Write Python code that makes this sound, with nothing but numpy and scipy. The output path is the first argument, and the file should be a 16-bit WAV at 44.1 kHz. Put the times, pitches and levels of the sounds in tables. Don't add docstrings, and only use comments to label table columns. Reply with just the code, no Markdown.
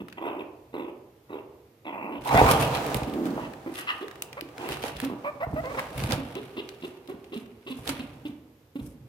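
import sys
import numpy as np
from scipy import signal
from scipy.fft import rfft, irfft
from scipy.io import wavfile
from scipy.ndimage import uniform_filter1d

SR = 44100
rng = np.random.default_rng(int(sys.argv[2]) if len(sys.argv) > 2 else 0)


def inscribe(sig):
    pcm = np.round(np.clip(np.atleast_2d(sig).T, -1, 1) * 32767)
    wavfile.write(sys.argv[1], SR, pcm.astype(np.int16))


N = 400428

# f/Hz, width/Hz, level/dB
WALL_MODES = [(66, 28, -4), (100, 40, -12), (129, 17, 2), (186, 30, -12)]
# f/Hz, width/Hz, level/dB
BOARD_MODES = [(291.6, 67, 1.5), (471, 96, 4), (625, 190, -1.5), (767, 113, -1), (903, 34, -5),
               (1150, 31, -3)]


def gain_of(db):
    return 10 ** (np.asarray(db) / 20)


def evened(x):
    return x / np.sqrt(np.mean(x ** 2) + 1e-20)


def slow(noise, samples):
    return evened(uniform_filter1d(noise, samples))


def read(points, hz):
    f, value = np.transpose(points)
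    return np.interp(np.log(hz + 1), np.log(f + 1), value)


def add(mix, s, sound):
    part = mix[round(s * SR):][:len(sound)]
    part += sound[:len(part)]


def swell(length, start_db, peak, end_db):
    u = np.arange(0, length, 1 / SR) / length
    return u, np.interp(u, [0, np.clip(peak, .01, .99), 1], [start_db, 0, end_db])


def above(x, hz):
    return signal.sosfilt(signal.butter(3, hz, "high", fs=SR, output="sos"), x)


def colour(x, points):
    hz = np.fft.rfftfreq(x.shape[-1], 1 / SR)
    return irfft(rfft(x) * gain_of(read(points, hz)), x.shape[-1])


def resonate(x, hz, width):
    turn = np.exp(2j * np.pi * np.cumsum(hz * np.ones(len(x))) / SR)
    decay = np.exp(-np.pi * width / SR)
    return 2 * (turn * signal.lfilter([1 - decay], [1, -decay], x / turn)).real


def cavity(x, hz, width):
    return evened(resonate(resonate(x, hz, width), hz, width))


def body(x, modes):
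    return sum(gain_of(db) * resonate(x, hz, width) for hz, width, db in modes)


def grains(per_s, spread_db, hiss):
    size = gain_of(spread_db * np.minimum(rng.exponential(1, N), 5)) * (rng.random(N) < per_s / SR)
    return evened(size * rng.choice([-1., 1.], N)) + hiss * rng.standard_normal(N)


def hush(tone_hz=13819, tone_db=-84):
    # f/Hz, level/dB
    spectrum = [(15, -41), (25, -16), (92, -1), (123, 3), (175, -10.5), (463, -6.5), (659, -17), (818, -17),
                (1700, -23), (2160, -22.5), (8830, -34), (14000, -27.5), (16000, -63.5)]
    air = evened(colour(rng.standard_normal((2, N)), spectrum))
    air_db = -59 + .5 * slow(rng.standard_normal(N), 9000)
    tone = np.sqrt(2) * gain_of(tone_db) * np.sin(2 * np.pi * tone_hz * np.arange(N) / SR)
    return gain_of(air_db) * air + tone


def room_tails(fill_s=.014):
    # f/Hz, time to fade by 60 dB/s
    ring_times = [(100, 0.58), (300, 0.82), (700, 1), (1200, 0.67), (1700, 0.52), (2600, 0.55),
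                  (5000, 0.25), (14000, 0.19)]
    taps = np.zeros((2, SR))
    at = np.arange(500, SR - 20, 20)
    at = at + rng.integers(0, 20, (2, len(at)))
    np.put_along_axis(taps, at, rng.choice([-1., 1.], at.shape), 1)
    taps *= np.minimum(np.arange(SR) / SR / fill_s, 1)
    hz, t, bands = signal.stft(taps, SR, nperseg=512)
    tail = signal.istft(bands * gain_of(-60 * t / read(ring_times, hz)[:, None]), SR, nperseg=512)[1]
    return tail / np.linalg.norm(tail, axis=1, keepdims=True)


def room_echo(x, blend_hz=13):
    turn = 2 * np.pi * blend_hz * np.arange(N) / SR
    return sum(signal.fftconvolve((x * share)[None], room_tails(), axes=1)[:, :N]
               for share in (np.sin(turn), np.cos(turn)))


def box_echo(x):
    bounces = .17 * rng.standard_normal((2, 600)) * np.exp(-np.arange(600) / 200)
    bounces = above(bounces * (rng.random((2, 600)) < .1), 1280)
    bounces[[0, 1], [0, 10]] = 1
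    return signal.oaconvolve(x[None], bounces, axes=1)[:, :N]


def microphone_ports(scattered, direct):
    # f/Hz, likeness/0-1
    likeness = [(60, .99), (290, .985), (640, .72), (1400, .1), (15000, 0)]
    # f/Hz, left over right/dB
    balance = [(60, -.7), (180, -2), (550, -3.2), (1650, -1.5), (4970, -1), (15000, 1.5)]
    hz = np.fft.rfftfreq(N, 1 / SR)
    same, lean = read(likeness, hz), gain_of(read(balance, hz) / 2)
    left, other = rfft(scattered)
    right = same * left + np.sqrt(1 - same ** 2) * other
    heard = np.array([left, right]) + rfft(direct)
    return irfft(heard * [lean, 1 / lean], N)


def rummaging(fizz_db=-9, peak=.54, ends_db=-21):
    # t/s, weight on the box/dB, claws/dB, plastic/dB
    stirring = [(2.18, -50, -70, -77), (2.3, -44, -32.5, -60), (2.44, -27.5, -23, -46),
                (2.62, -31, -32, -44), (2.92, -46.5, -32.5, -59), (3.07, -56, -43.5, -48.5),
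                (3.43, -45, -43.5, -95), (3.56, -52, -51, -71), (3.9, -63, -49, -48), (4.1, -63, -53, -65),
                (4.54, -60, -52.5, -70), (4.62, -53.5, -39, -66), (5.05, -46.5, -63, -46.5),
                (5.2, -60.5, -51, -69), (5.45, -51, -56, -110), (5.8, -47.5, -37, -51),
                (5.92, -58, -50, -55), (6.2, -44, -49.5, -52), (6.4, -53.5, -54.5, -55.5),
                (7.0, -72, -60.5, -65), (7.7, -64, -70, -70), (7.95, -45, -56.5, -50),
                (8.3, -59, -60.5, -71), (8.7, -76, -99.5, -96), (9.08, -51.5, -84, -79.5)]
    # peak t/s, length/s, weight/dB, claws/dB, crackle/dB, fizz/dB
    shifts = [(2.275, 0.12, -60, -41, -39, -42), (2.35, 0.083, -18, -21.5, -65, -65),
              (2.4, 0.083, -37.5, -29, -38, -47), (2.508, 0.096, -27, -24, -25.5, -25.5),
              (2.626, 0.13, -36, -31.5, -33, -35.5), (2.753, 0.12, -45, -38, -33, -44.5),
              (2.964, 0.061, -27.5, -34.5, -45, -40.5), (3.268, 0.077, -60, -35.5, -63, -54),
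              (3.789, 0.13, -60, -58, -41, -41), (4.726, 0.15, -43, -51, -37, -44.5),
              (4.866, 0.17, -60, -35.5, -37, -42), (5.041, 0.087, -44, -37.5, -48, -56),
              (5.513, 0.086, -33, -66, -73, -66), (6.005, 0.26, -36, -38.5, -44.5, -49.5),
              (6.042, 0.16, -26, -40.5, -39.5, -43), (6.129, 0.12, -35, -28.5, -33.5, -39.5),
              (6.875, 0.13, -70, -50, -60, -56), (7.097, 0.035, -57.5, -46.5, -69, -54),
              (7.38, 0.19, -56, -70, -55.5, -58), (7.712, 0.12, -66, -63, -60, -56),
              (7.794, 0.27, -54, -53, -61, -57), (7.892, 0.093, -37, -34.5, -34, -36),
              (8.278, 0.11, -66, -57, -58, -61), (8.862, 0.21, -42, -79.5, -64.5, -55.5)]
    times, *columns = np.transpose(stirring)
    t = np.arange(times[0], times[-1], 1 / SR)
    weight_db, claws_db, film_db = [np.interp(t, times, column) for column in columns]
    power = np.zeros((4, N))
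    for layer, db in zip(power, (weight_db, claws_db, film_db, film_db + fizz_db)):
        add(layer, times[0], gain_of(2 * db))
    for s, length, *levels_db in shifts:
        shape_db = swell(length, ends_db, peak, ends_db)[1]
        for layer, db in zip(power, levels_db):
            add(layer, s - peak * length, gain_of(2 * (db + shape_db)))
    return np.sqrt(power)


def paws():
    # f/Hz, level/dB
    crackle_colour = [(700, -25), (1200, 4), (1800, 3), (2700, 5), (4000, -2), (6000, -17), (9000, -104)]
    # f/Hz, level/dB
    fizz_colour = [(3000, -30), (5000, -6), (7500, -5), (9500, 0), (12500, -3), (14500, -8), (16000, -22)]
    gains = rummaging()
    clumps = gain_of(.68 * slow(rng.standard_normal(N), 500))
    creases = grains(per_s=320, spread_db=2.6, hiss=0)
    rattle = evened(signal.lfilter([1], [1, -.988], abs(creases)))
    pair = np.zeros((2, N))
    for side in pair:
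        weight = resonate(grains(per_s=300, spread_db=3, hiss=.9), 110, 150)
        scrape = above(body(grains(per_s=700, spread_db=1.5, hiss=.93), BOARD_MODES), 143)
        film = clumps * (.6 + rattle) * rng.standard_normal(N)
        layers = body(weight, WALL_MODES), scrape, colour(film, crackle_colour), colour(film, fizz_colour)
        side += sum(gain * evened(x) for x, gain in zip(layers, gains))
    return pair


def plastic_snaps():
    # t/s, level/dB, f/Hz, treble/dB, left over right/dB (held within 10)
    creases = [(0.084, -38, 1490, -46, 0), (0.099, -52, 2850, -59, 3), (0.126, -40.5, 2100, -51, 1),
               (2.219, -43.5, 2220, -53, -0.5), (2.2518, -42, 3280, -34, 2), (2.291, -24, 1720, -41.5, 0),
               (2.3321, -44, 2250, -46.5, -3.0), (2.375, -19, 1800, -38, -13), (2.463, -27, 2880, -40, -11),
               (2.489, -25, 2450, -20, -13), (2.515, -30, 1500, -10, -2), (2.537, -35, 5200, -40, 0),
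               (2.772, -22, 1470, -53, 1), (2.864, -35, 2970, -23, 2), (2.9447, -22, 2330, -13, -12),
               (2.972, -31, 2500, -28, 4), (3.033, -35.5, 2680, -54, 1), (3.097, -47, 3500, -42, 2),
               (3.137, -39, 2620, -38, 1), (3.2555, -30, 1600, -42, 3), (3.306, -49, 3800, -42, 3),
               (3.535, -36.5, 1600, -62.5, 0), (3.755, -36.5, 2780, -44, 3), (4.026, -53, 2980, -58, 0),
               (4.0818, -33, 1840, -61, 0), (4.1117, -40.5, 1620, -71, -12), (4.156, -43.5, 2140, -58, 1),
               (4.2219, -25, 2580, -10, 0.5), (4.234, -51, 4000, -46, 0), (4.3292, -33, 2220, -55.5, -1),
               (4.4098, -27.5, 2660, -26, 2), (4.488, -48, 2010, -60, 4), (4.5808, -32, 1750, -48, 0),
               (4.77, -24, 900, -60, -1), (4.897, -35, 1100, -60, -6), (4.623, -53, 3000, -55, 0),
               (4.656, -40, 1190, -60, -2), (4.689, -26.5, 1820, -20, 4), (4.7125, -39, 2500, -48, -13),
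               (4.729, -31, 2880, -44, 1), (4.828, -39, 3200, -55, 2), (4.838, -29.5, 2370, -53, -13),
               (4.8616, -46, 3360, -59, -17), (4.9165, -61, 2750, -52, -4), (4.967, -39, 3200, -45, 3),
               (5.0014, -25, 1780, -16.5, 0.5), (5.016, -43, 3750, -50, 1), (5.0486, -33, 4500, -25, 3),
               (5.656, -46.5, 3330, -54, 1), (5.7942, -20.5, 1550, -32, 0), (5.978, -39, 2470, -26, 11),
               (6.001, -39, 2580, -46, 7), (6.038, -30, 2960, -47.5, 6), (6.1092, -24.5, 2370, -49, 12),
               (6.122, -24.5, 3700, -45, -10), (6.132, -24.5, 2460, -45.5, 7), (6.353, -34.5, 2650, -47, 1),
               (6.69, -36, 2830, -69, 1), (6.746, -53, 2860, -67, -2), (6.811, -54, 3300, -65, 2),
               (7.075, -50, 3420, -48, 3), (7.111, -53, 1990, -70, 3), (7.243, -51, 2480, -70, 0),
               (7.342, -46, 3280, -62, -2), (7.46, -52, 2000, -75, 2), (7.8757, -26.5, 3300, -34, -4),
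               (7.892, -26.5, 4240, -37, -8)]
    mix, t = np.zeros((2, N)), np.arange(700) / SR
    for s, db, hz, treble_db, pan_db in creases:
        let_go_s = np.interp(db, [-42, -30], [.004, .0012])
        bursts = rng.standard_normal((2, len(t))) * (np.exp(-t / let_go_s) + .2 * np.exp(-t / .006))
        for side, burst, sign in zip(mix, bursts, (1, -1)):
            ring = gain_of(db + 10.5) * resonate(burst, hz, hz / 2)
            treble = gain_of(treble_db - 7) * resonate(above(burst, 6500), 5500, 5600)
            add(side, s, gain_of(sign * np.clip(pan_db, -10, 10) / 2) * (ring + treble))
    return mix


def box_knocks():
    # t/s, soft blow/dB, sharp edge/dB
    hits = [(2.345, -4.5, -25), (2.415, 3, -18.5), (2.45, 4.5, -47), (2.487, -28, -47), (2.611, -18, -49),
            (2.948, -8, -33.5), (3.02, -9, -38.5), (4.701, -19, -46), (4.84, -44, -36), (4.962, -23, -66),
            (5.468, -9.5, -43), (5.531, -6, -46), (5.956, -13, -50), (6.022, -30, -43), (6.13, -7, -37.5),
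            (7.788, -19, -53), (7.871, -32, -47), (7.894, -18, -41), (8.811, -14.5, -59)]
    blows, edges = np.zeros(N), np.zeros(N)
    for s, blow_db, edge_db in hits:
        add(blows, s, gain_of(blow_db) * np.hanning(300))
        add(edges, s, gain_of(edge_db) * np.hanning(50))
    ring = gain_of(-9.5) * body(blows, WALL_MODES) + gain_of(21.5) * body(edges, BOARD_MODES)
    return ring - gain_of(12) * above(edges, 127)


def breathy_and_muffled(voice, hiss_db=-26):
    hiss = uniform_filter1d(abs(voice), 80) * resonate(above(rng.standard_normal(N), 3000), 14000, 4700)
    return gain_of(hiss_db) * hiss + signal.sosfilt(signal.butter(3, 4700, fs=SR, output="sos"), voice)


def snort(length, db, peak):
    # f/Hz, width/Hz, level/dB
    snout = [(1233, 300, 2), (1830, 430, 3), (2710, 800, 3), (3760, 600, -16)]
    from_peak = swell(length, 1, peak, 1)[1]
    air, flutter = rng.standard_normal((len(from_peak), 2)).T
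    air = air * gain_of(3 * slow(flutter, 120))
    blown = sum(gain_of(band_db) * cavity(air, hz, width) for hz, width, band_db in snout)
    return gain_of(db - 45 * from_peak ** 3.5) * evened(blown)


def voiced_tone(hz, level_db, over_db, rough):
    # f/Hz, level/dB
    mouth = [(500, 9.5), (850, -3), (1150, 1.5), (1700, -11), (2300, -4.5), (3000, -35.5), (4500, -84)]
    wobble, breath = rng.standard_normal((len(hz), 2)).T
    turns = np.cumsum(hz * (1 + .16 * rough * slow(wobble, 150))) / SR
    smear = 1 - rough + rough * slow(breath, 60)
    base = (1 - rough ** 2 + rough ** 2 * smear) * np.sin(2 * np.pi * turns)
    overtones = sum(gain_of(read(mouth, k * hz)) * np.sin(2 * np.pi * k * turns) for k in range(2, 13))
    voice = base + gain_of(over_db) * smear * overtones
    return np.sqrt(2) * gain_of(level_db) * voice * signal.windows.tukey(len(hz), .3)


def squeaks(start_rough=.65):
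    # t/s, length/s, level/dB, from f/Hz, to f/Hz, overtones/dB, start level/dB,
    # final roughness/0-1, bend (small = early rise)
    whines = [(2.25, 0.075, -26.5, 847, 945, -6, -6, 0.67, 0.62),
              (2.345, 0.075, -16, 705.4, 796.5, -1.5, -4, 0.45, 1.12),
              (4.368, 0.038, -41.5, 481, 602, 2.5, 2, 0.32, 0.65),
              (5.234, 0.073, -30.5, 483, 607, -2, -10, 0.11, 0.41),
              (5.398, 0.059, -26, 515, 721, -5.5, -13, 0.25, 0.71),
              (5.555, 0.058, -27, 591, 695, -8, -5.5, 0.07, 1.2),
              (5.634, 0.063, -37.5, 496.5, 555, -2, 4, 0, 1),
              (5.69, 0.043, -40, 539, 580, 0.5, -2, 0.04, 1.2), (5.74, 0.023, -39, 450, 467, 0, 2, 0, .9),
              (5.768, 0.038, -32, 483.4, 549, 6, -4.5, 0.42, .9)]
    mix = np.zeros(N)
    for s, length, db, from_hz, to_hz, over_db, start_db, end_rough, bend in whines:
        u, shape_db = swell(length, start_db, peak=.65, end_db=-8)
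        hz = from_hz + (to_hz - from_hz) * u ** bend
        rough = np.clip(end_rough + (start_rough - end_rough) * (1 - u) ** 2, 0, 1)
        add(mix, s, voiced_tone(hz, db + shape_db, over_db, rough))
    return breathy_and_muffled(mix)


def glide(t, from_hz, to_hz, glide_s=.016):
    return to_hz + (from_hz - to_hz) * np.exp(-t / glide_s)


def murmur(length, db, from_hz, to_hz, sag_hz_per_s=250, throb_hz=54):
    t = np.arange(0, length, 1 / SR)
    strain = np.clip((to_hz / from_hz - 1) / .4, 0, 1)
    hz = glide(t, from_hz, to_hz) - sag_hz_per_s * t
    level_db = db + swell(length, start_db=2.5, peak=.59, end_db=-4.5)[1]
    rough = .12 + .23 * strain
    voice = voiced_tone(hz, level_db, over_db=-26.5 + 8.5 * strain, rough=rough)
    chest = voiced_tone(np.full(len(t), from_hz), level_db - 4 - 14 * t / length, over_db=-10, rough=rough)
    return (voice + strain * chest) * (1 + .45 * strain * np.cos(2 * np.pi * throb_hz * t))


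def nose_buzz(length, db, from_hz, to_hz):
    t = np.arange(round(max(length, .01) * SR)) / SR
    hz = glide(t, from_hz, to_hz)
    cycle = np.cumsum(hz) / SR % 1
    air = rng.standard_normal(len(t)) * (.4 + np.exp(-cycle / .2))
    puffs = evened(np.exp(-cycle / .03)) + evened(air)
    ring = (cavity(puffs, 3560 * (hz / to_hz) ** .15, 1140) - gain_of(-2.5) * cavity(puffs, 2720, 400)
            + gain_of(-10.5) * cavity(puffs, 2250, 400) - gain_of(-8) * cavity(puffs, 1060, 300))
    return gain_of(db - 11) * ring * signal.windows.tukey(len(t), .4)


def snarl(length, db, from_hz, to_hz, nose_from_hz, nose_to_hz, nose_db, pulses_per_s=140):
    u, shape_db = swell(length, start_db=-4.5, peak=.22, end_db=-4.5)
    noise, wobble, drift = rng.standard_normal((len(u), 3)).T
    turns = np.cumsum(pulses_per_s * (1 + .3 * slow(wobble, 300))) / SR
    puffs = noise * (.3 + np.exp(-(turns % 1) / .3))
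    waver = 1 + .02 * slow(drift, 500)
    throat = cavity(puffs, (from_hz + (to_hz - from_hz) * u) * waver, 370)
    nose_hz = nose_from_hz + (nose_to_hz - nose_from_hz) * np.sin(np.pi / 2 * u)
    nose = gain_of(nose_db) * cavity(noise, nose_hz * waver, 120)
    return gain_of(db + shape_db) * (throat + nose) * signal.windows.tukey(len(u), .2)


def growl(length, db, peak, from_hz, to_hz, mouth_db, nose_db, lips_from_hz, lips_mid_hz, pulses_per_s=72):
    u, shape_db = swell(length, -2.5, peak, -6.5)
    noise, wobble, size, drift = rng.standard_normal((len(u), 4)).T
    turns = np.cumsum(pulses_per_s * (1 + .28 * slow(wobble, 500))) / SR
    slaps = 36 * uniform_filter1d(np.diff(np.floor(turns), prepend=0), 24)
    puffs = noise * (.27 + np.sin(np.pi * (turns % 1) ** .5) ** 4)
    drive = gain_of(2 * size[turns.astype(int)]) * (slaps + puffs)
    wander = 1 + .045 * slow(uniform_filter1d(drift, 900), 300)
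    ring = lambda hz, width: cavity(drive, hz * wander, width)
    throat = above(ring(from_hz + (to_hz - from_hz) * u, 182), 148)
    mouth = ring(940, 434) - gain_of(-6) * ring(595, 200)
    lips = ring(np.interp(u, [0, .52, .85], [lips_from_hz, lips_mid_hz, 2970]), 420)
    palate = ring(2150, 740)
    nose = ring(2560, 400) - gain_of(-4) * (lips + palate)
    open_db = -19 * np.exp(-u * length / .0065) - 2.5 * u
    voice = throat + gain_of(mouth_db + open_db) * mouth + gain_of(nose_db + open_db) * nose
    return gain_of(db + shape_db) * voice * signal.windows.tukey(len(u), .06)


def meerkats():
    # t/s, length/s, level/dB, peak/share of length, throat from f/Hz, to f/Hz,
    # mouth over throat/dB, nose over throat/dB, lips from f/Hz, lips midway f/Hz
    growls = [(0.0, 0.022, -29.5, 0.022, 236, 250, -11.5, -18, 3070, 3300),
              (0.17, 0.026, -40.5, 0.27, 294, 318, 5, -2, 3340, 3300),
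              (0.387, 0.042, -34.5, 0.22, 327, 308, -9, -11, 3300, 3200),
              (0.202, 0.19, -35.5, 0.37, 347, 317, -2.5, -15, 3450, 3360),
              (0.246, .06, -36.5, 0.71, 426, 400, 1, -11, 3500, 3330),
              (0.727, 0.18, -36, 0.35, 306, 370, -6.5, -16, 3840, 3580),
              (1.29, 0.13, -39, 0.49, 289, 442, -5.5, -17, 3770, 3460),
              (1.843, 0.35, -42.5, 0.74, 290, 268, 3, -4.5, 3700, 2040),
              (2.034, .155, -38, 0.76, 290, 272, -12, -39.5, 3100, 3100),
              (3.058, 0.33, -30.5, 0.7, 274, 227, -19, -43, 3200, 3180),
              (3.361, 0.057, -39.5, 0.58, 302, 282, 4, -17, 3200, 3200),
              (4.583, .15, -38.5, 0.89, 325, 383, -3.5, -11, 3200, 2980),
              (5.082, 0.063, -33, 0.21, 290, 256, -7, -30, 3200, 3200)]
    # t/s, length/s, level/dB, from f/Hz, goal f/Hz, nose buzz/dB
    murmurs = [(2.111, 0.089, -38.5, 287, 295, -55), (3.659, 0.046, -34, 261, 365.5, -69),
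               (4.01, 0.044, -35.5, 303.6, 454, -42.5), (4.421, 0.012, -36, 318, 332, -79),
               (5.024, 0.052, -30, 233.4, 288, -60), (5.537, 0.014, -30, 285, 238, -59),
               (6.087, 0.038, -33.5, 229.4, 243, -60), (6.175, 0.04, -32.5, 297, 262, -56),
               (6.353, 0.05, -34.5, 259, 449, -38.5), (6.565, 0.053, -35.5, 244.7, 439, -32.5),
               (6.821, 0.0086, -43.5, 239, 237, -36), (6.833, 0.033, -35.5, 261.6, 442.5, -35.5),
               (7.084, 0.05, -37, 268, 437.4, -49), (7.141, 0.009, -37.5, 244, 234, -66),
               (7.318, 0.047, -38, 268.5, 441, -39), (7.359, 0.029, -34, 233.7, 229, -39.5),
               (7.662, 0.045, -42, 276, 455.5, -35.5), (7.701, 0.037, -34, 266.7, 263, -34.5),
               (7.887, 0.031, -32, 286, 276, -60), (7.993, 0.024, -33, 261, 256, -34.5),
               (8.25, 0.028, -33, 290, 297, -37.5), (8.293, 0.023, -41, 263, 225, -59),
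               (8.754, 0.024, -32, 272, 284, -46.5), (8.788, 0.026, -37, 254, 216.5, -46.5)]
    # t/s, length/s, level/dB, throat from f/Hz, to f/Hz, nose from f/Hz, to f/Hz,
    # nose over throat/dB
    snarls = [(2.25, 0.063, -35, 900, 880, 3240, 3980, -11), (2.306, 0.057, -23, 830, 700, 2180, 2420, -13),
              (2.354, 0.075, -21, 765, 970, 3190, 3920, -17),
              (2.456, 0.07, -22, 1080, 1160, 2260, 2420, -9),
              (2.532, .05, -27.5, 805, 770, 3340, 3100, -10),
              (2.613, 0.049, -31.5, 850, 890, 2540, 2890, -4),
              (5.244, .03, -35.5, 930, 1110, 2200, 2260, -11),
              (5.409, .03, -34.5, 890, 1090, 1610, 2050, -7),
              (2.722, 0.067, -37, 840, 910, 3720, 4340, -9.5)]
    # t/s, length/s, level/dB, peak/share of length
    snorts = [(3.373, 0.12, -48, 0.63), (3.736, 0.12, -40, 0.57), (3.865, 0.076, -27.5, 0.29)]
    mix = np.zeros(N)
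    for s, *settings in growls:
        add(mix, s, growl(*settings))
    for s, length, db, from_hz, to_hz, buzz_db in murmurs:
        add(mix, s, murmur(length, db, from_hz, to_hz))
        add(mix, s, nose_buzz(.88 * length, buzz_db, from_hz, to_hz))
    for s, *settings in snarls:
        add(mix, s, snarl(*settings))
    for s, *settings in snorts:
        add(mix, s, snort(*settings))
    return breathy_and_muffled(mix)


def scene():
    voices, whines, knocks, moves, snaps = meerkats(), squeaks(), box_knocks(), paws(), plastic_snaps()
    to_room = gain_of(-9.5) * (voices + snaps.mean(0)) + gain_of(-10) * (moves[0] + knocks)
    to_room += gain_of(-17) * whines
    scattered = moves + room_echo(to_room) + hush()
    return microphone_ports(scattered, direct=box_echo(voices + whines + knocks)) + snaps


def record(dry, low_hz=48, high_hz=16000):
    clipped = np.clip(above(dry, low_hz), -1, 1)
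    treble_cut = signal.firwin(511, high_hz, window=("kaiser", 9), fs=SR)
    return signal.oaconvolve(clipped, treble_cut[None], "same")


dry = scene()
out = record(dry)
inscribe(out)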